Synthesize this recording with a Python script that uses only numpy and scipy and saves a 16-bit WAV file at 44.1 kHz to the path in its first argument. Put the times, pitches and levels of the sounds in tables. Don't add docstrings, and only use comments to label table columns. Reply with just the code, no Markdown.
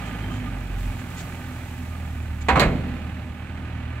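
import sys
import numpy as np
from scipy import signal
from scipy.fft import rfft, irfft
from scipy.io import wavfile

SR = 44100
rng = np.random.default_rng(int(sys.argv[2]) if len(sys.argv) > 2 else 0)


def master_out(mix):
    frames = np.transpose(np.atleast_2d(mix))
    ceiling = np.clip(frames, -1, 1)
    pcm = np.round(ceiling * 32767).astype(np.int16)
    wavfile.write(sys.argv[1], SR, pcm)


N = 176400

# time in seconds, firings per second.
FIRING_RATE = [(0, 54.3), (.22, 52.9), (.55, 46.87), (.9, 43.06), (1.7, 41.43), (2, 40.28), (2.47, 37.12),
               (2.7, 37.8), (3.13, 39.72), (3.6, 39.3), (4, 39.36)]
# time in seconds, level in dB.
FIRST_HARMONIC = [(0, -38), (.25, -33.5), (.4, -37.5), (.54, -31), (.66, -35), (.75, -27), (.89, -27),
                  (.99, -46), (2, -47), (2.45, -41), (2.9, -39), (3.15, -55), (3.6, -47)]
SECOND_HARMONIC = [(0, -42), (.27, -32.5), (.6, -41), (.9, -32), (1.05, -39), (1.6, -37.5), (2, -32.5),
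                   (2.35, -30), (2.8, -31.5), (3.4, -37.5), (3.749, -33)]
THIRD_HARMONIC = [(0, -43), (2, -42), (2.3, -39.5), (3.3, -44.5), (3.9, -36.5)]
# time in seconds, rumble in dB, clatter in dB.
ENGINE_EFFORT = [(0, -32.5, -36.5), (.3, -29.5, -38.5), (.7, -37, -41), (1.3, -36.5, -40.5),
                 (1.9, -38, -43), (2.4, -39, -44), (2.9, -33.5, -39), (3.3, -38, -43.5),
                 (3.7, -35.5, -41.5), (4, -36.5, -41)]
# frequency in Hz, relative level in dB.
RUMBLE_SPECTRUM = [(20, -32), (60, -2.5), (115, -2.5), (145, -9.5), (185, -2.5), (212, -13.5), (245, -5),
                   (300, -15.5), (400, -21), (3000, -64)]
CLATTER_SPECTRUM = [(30, -45), (250, 4.5), (450, -3), (600, 0), (1000, -4), (1400, 0), (1800, -3),
                    (2400, -3.5), (3300, -11), (4200, -15.5), (5200, -26), (8000, -26.5), (16000, -48.5)]
# centre in Hz, width in Hz, lift in dB.
PIPE_PEAKS = [(108.55, 4.3, 13), (186, 12, 1), (254.6, 19.3, 5.5)]
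BLOCK_PEAKS = [(609, 6.6, 8.5), (801, 96, 7.5), (915, 18, 7), (1223, 21, 7.5)]
# frequency in Hz, left minus right in dB.
ENGINE_BALANCE = [(60, -0.2), (300, -5), (600, -0.5), (900, -4), (1400, -5.5), (2400, -11), (3300, -8.5),
                  (4500, -2.5), (9000, -3)]


def diesel_engine(knock_share=.29, knock_firings=.4, roughness=.55):
    firings = np.cumsum(curve(FIRING_RATE) * (1 + .00565 * wander(hz=9.1))) / SR
    hum = 0
    for k, level in enumerate([FIRST_HARMONIC, SECOND_HARMONIC, THIRD_HARMONIC], 1):
        gain = amp(curve(level) + .89 * wander(hz=25.5))
        hum += gain * np.sqrt(2) * np.sin(2 * np.pi * (k * firings + rng.random()))
    force = amp(.5 * rng.standard_normal(N)[firings.astype(int)])
    pulses = force * (1 - knock_share + 2 * knock_share * np.exp(-(firings % 1) / knock_firings))
    gas = (1 - roughness) * exhaust_puffs(firings) + roughness * unit(pulses * noise(N))
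    rumble = colour(gas, RUMBLE_SPECTRUM, ENGINE_BALANCE, PIPE_PEAKS)
    clatter = colour(pulses * noise(N), CLATTER_SPECTRUM, ENGINE_BALANCE, BLOCK_PEAKS, ripple_db=1.8)
    rumble *= amp(curve(ENGINE_EFFORT))
    clatter *= amp(curve(ENGINE_EFFORT, column=2))
    return hum * pan(-1.8) + rumble + clatter


def exhaust_puffs(firings, cylinders=4, uneven_db=-5, drift_hz=5):
    out = 0
    for k in range(3, 40):
        between = k % cylinders > 0
        if between or k > 3 * cylinders:
            phase = 2 * np.pi * k / cylinders * firings
            tone = wander(drift_hz) * np.cos(phase) + wander(drift_hz) * np.sin(phase)
            out += amp(uneven_db * between) * tone
    return unit(out)


# start and rise in seconds; clang, ring, crack and boom in dB;
# clang length factor; favoured band in Hz, its lift in dB.
BODY_BLOWS = [(2.485, 0.00062, -13.5, -14.5, -33.5, -45, 0.78, 720, 1),
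              (2.555, 0.003, -17, -24, -36, -26, 1.04, 1170, 11.5),
              (2.568, 0.0045, -17.5, -34, -40, -20, 0.49, 590, 14.5),
              (2.5955, 0.00086, -16, -20.5, -19.5, -23, 1.06, 2200, -2),
              (2.614, 0.002, -18, -48, -45, -29.5, 0.57, 1960, 5),
              (2.657, 0.0056, -41, -36, -64, -30.5, 3.2, 600, -8)]


def container(echo_db=-20.5, echo_t60=.96):
    out = np.zeros((2, N))
    for start, *settings in BODY_BLOWS:
        add(out, start, steel_blow(*settings))
    tail = unit(noise(SR) * amp(-60 * np.arange(SR) / SR / echo_t60)) / np.sqrt(SR)
    return out + amp(echo_db) * signal.fftconvolve(out, tail, axes=1)[:, :N]


# frequency in Hz, relative level in dB.
CLANG_SPECTRUM = [(40, -30), (200, 0), (400, -4.5), (750, -1.5), (1050, -1.5), (1500, -3), (2100, -2.5),
                  (2800, -7), (3500, -13.5), (4200, -17), (5200, -32), (7400, -23.5), (9500, -41),
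                  (16000, -49)]
CRACK_SPECTRUM = [(2000, -31), (4200, 12.5), (5300, -9), (7400, -1), (9000, -11.5), (16000, -16)]
BOOM_SPECTRUM = [(15, -27), (35, 6), (65, -4.5), (95, -13), (125, 4), (175, 1.5), (235, 1.5), (320, -6),
                 (420, -10.5), (650, -10.5), (1200, -37), (5000, -69)]
# frequency in Hz, seconds to fall 60 dB (for the clang, before its length factor).
CLANG_DECAY = [(100, 1), (500, 0.61), (900, 0.3), (2200, 0.3), (5000, 0.21), (15000, 0.2)]
BOOM_DECAY = [(40, 0.42), (120, 1.57), (200, 1.16), (400, 0.96), (2000, 0.84)]
# frequency in Hz, relative level in dB, seconds to fall 60 dB.
PANEL_MODES = [(500, -14, .6), (782, 0, .33), (974, 2, .22), (1044, -7, .27), (1102, -8, .35),
               (1160, -8, .35), (1288, -8, .3), (1624, -7, .3), (1816, -6, .3), (2174, 1, .25),
               (2592, -9, .22), (4150, -2, .18), (7300, 2, .05)]
# frequency in Hz, left minus right in dB.
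STEEL_BALANCE = [(60, -3.5), (250, -1.5), (500, 2), (1000, -5.5), (2000, -6), (4500, -5), (9000, 0)]


def steel_blow(rise_s, clang_db, ring_db, crack_db, boom_db, length, band_hz, lift_db):
    crack_t60, ring_rise_s, boom_rise_s = .15, .012, .0064
    t = np.arange(SR) / SR
    decay = [(hz, t60 * length) for hz, t60 in CLANG_DECAY]
    clang = steel_modes(CLANG_SPECTRUM, decay, peaks=[(band_hz, .49 * band_hz, lift_db)])
    crack = colour(noise(SR), CRACK_SPECTRUM, STEEL_BALANCE) * amp(-60 * t / crack_t60)
    ring = 0
    for hz, db, t60 in PANEL_MODES:
        level = db - 8 * abs(np.log2(hz / band_hz))
        phase = 2 * np.pi * (hz * t + rng.random()) + np.pi / 2 * rng.uniform(-1, 1, (2, 1))
        ring += amp(level - 60 * t / t60) * pan(at_hz(STEEL_BALANCE, hz)) * np.sin(phase)
    ring *= np.minimum(t / ring_rise_s, 1) ** 2
    boom = steel_modes(BOOM_SPECTRUM, BOOM_DECAY) * (1 - np.exp(-t / boom_rise_s))
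    blow = amp(clang_db) * clang + amp(ring_db) * ring + amp(crack_db) * crack + amp(boom_db) * boom
    return np.minimum(t / rise_s, 1) * blow


def steel_modes(spectrum, decay, peaks=()):
    cloud = np.tile(colour(noise(SR), spectrum, STEEL_BALANCE, peaks, ripple_db=1.8), 2)
    hz, t, bands = signal.stft(cloud, SR, nperseg=512)
    fade = amp(-60 * np.maximum(t - .5, 0) / at_hz(decay, hz)[:, None])
    _, faded = signal.istft(bands * fade, SR, nperseg=512)
    return faded[:, SR // 2:][:, :SR]


# start in seconds, length in seconds, pitch in Hz, level in dB.
CHASSIS_BUMPS = [(2.506, 0.078, 69.2, -16), (2.563, 0.021, 140, -14), (2.645, 0.062, 48.6, -16),
                 (2.652, 0.013, 167, -20)]
# time in seconds, level in dB.
SQUEAL_LEVEL = [(0, -53.5), (.4, -48), (.7, -110)]


def chassis(squeal_hz=3125, squeal_width_hz=72):
    out, t = np.zeros((2, N)), np.arange(N) / SR
    for start, length, hz, db in CHASSIS_BUMPS:
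        swell = np.hanning(int(length * SR))
        add(out, start, amp(db) * pan(-1.8) * swell * np.sin(2 * np.pi * hz * t[:len(swell)]))
    flutter = np.array([wander(squeal_width_hz) for _ in range(2)])
    return out + amp(curve(SQUEAL_LEVEL)) * flutter * np.sin(2 * np.pi * squeal_hz * t)


# time in seconds, level in dB.
SLIDE_LEVEL = [(0, -52), (.45, -54.5), (.77, -53), (.79, -48.5), (1.05, -51.5), (1.2, -47.5), (1.35, -51),
               (1.7, -51), (2.3, -55), (3.2, -60), (4, -64.5)]
# start in seconds, length in seconds, level in dB.
CLUMP_SLIPS = [(0.043, 0.063, -50.5), (0.288, 0.13, -51.5), (0.977, 0.043, -49.5), (1.159, 0.074, -41.5),
               (2.405, 0.032, -45.5)]
# frequency in Hz, relative level in dB.
STRAW_SPECTRUM = [(200, -59), (2000, -7), (4000, -2.5), (5300, -6), (7800, -2), (9500, -8.5), (12000, -6),
                  (16000, -9)]
CLUMP_SPECTRUM = [(300, -5), (3000, 2.5), (4200, 1), (5500, -4), (7200, 6), (9000, -10), (16000, -56)]
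# frequency in Hz, left minus right in dB.
STRAW_BALANCE = [(2000, 0.5), (7500, -0.5), (10500, 3.5)]


def straw(snaps_per_s=990, snap_share=.37):
    snaps = noise(N) * (rng.random((2, N)) < snaps_per_s / SR)
    rubbing = snap_share * unit(snaps) + (1 - snap_share) * noise(N)
    out = colour(rubbing, STRAW_SPECTRUM, STRAW_BALANCE) * amp(curve(SLIDE_LEVEL))
    for start, length, db in CLUMP_SLIPS:
        swell = np.hanning(int(length * SR)) ** .5
        rustle = colour(noise(SR), CLUMP_SPECTRUM, STRAW_BALANCE)
        add(out, start, amp(db) * swell * rustle[:, :len(swell)])
    return out


# start in seconds, level in dB.
LOUD_SQUEAKS = [(0, -42), (.293, -40), (.452, -38.5), (1.468, -46), (1.92, -46), (3.025, -45), (3.9, -46)]


def loose_fitting(pitch_hz=1213, length_s=.052, faint_per_s=7, faint_db=-51.5):
    out, t = np.zeros((2, N)), np.arange(0, length_s, 1 / SR)
    faint = [(slot + rng.random() / faint_per_s, faint_db + 2 * rng.standard_normal())
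             for slot in np.arange(0, N / SR, 1 / faint_per_s)]
    for start, db in LOUD_SQUEAKS + faint:
        hz = pitch_hz * (1 + .01 * rng.uniform(-1.6, 1))
        add(out, start, amp(db) * pan(-7) * np.hanning(len(t)) * np.sin(2 * np.pi * hz * t))
    return out


# frequency in Hz, likeness (capped at 1).
MIC_LIKENESS = [(150, 2), (300, 0.65), (550, 0.98), (1000, 0.5), (2000, 1.16), (4000, 0.08), (12000, 0)]


def colour(pair, spectrum, balance, peaks=(), ripple_db=0):
    size = pair.shape[1]
    hz, (a, b) = np.fft.rfftfreq(size, 1 / SR), rfft(pair)
    likeness = np.clip(at_hz(MIC_LIKENESS, hz), -1, 1)
    mid, side = a * np.sqrt(1 + likeness), b * np.sqrt(1 - likeness)
    stereo = np.array([mid + side, mid - side]) * pan(at_hz(balance, hz))
    db = at_hz(spectrum, hz)
    db += sum(lift / (1 + (2 * (hz - centre) / width) ** 2) for centre, width, lift in peaks)
    ripple_hz = np.arange(1250, SR / 2, 22)
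    db += ripple_db * np.interp(hz, ripple_hz, rng.standard_normal(len(ripple_hz)), left=0)
    return unit(irfft(stereo * amp(db), size))


def amp(db):
    return 10 ** (np.asarray(db) / 20)


def pan(db):
    return amp(np.array([[.5], [-.5]]) * db)


def unit(x):
    return x / np.sqrt(np.mean(x ** 2) + 1e-20)


def noise(size):
    return rng.standard_normal((2, size))


def wander(hz):
    lowpass = np.exp(-(np.fft.rfftfreq(N, 1 / SR) / hz) ** 2)
    return unit(irfft(rfft(rng.standard_normal(N)) * lowpass, N))


def at_hz(points, hz):
    f, value = np.transpose(points)
    return np.interp(np.log(hz + 1), np.log(f + 1), value)


def curve(points, column=1):
    columns = np.transpose(points)
    return np.interp(np.arange(N) / SR, columns[0], columns[column])


def add(mix, start_s, sound):
    part = mix[:, round(start_s * SR):][:, :sound.shape[1]]
    part += sound[:, :part.shape[1]]


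def scene():
    return diesel_engine() + straw() + container() + chassis() + loose_fitting()


def record(dry):
    lag_samples, cutoff_hz = 3, 15780
    pair = np.array([dry[0], np.pad(dry[1], (lag_samples, 0))[:N]])
    lowpass = signal.firwin(511, cutoff_hz, window=("kaiser", 9), fs=SR)
    return signal.oaconvolve(pair, lowpass[None], "same")


dry = scene()
out = record(dry)
master_out(out)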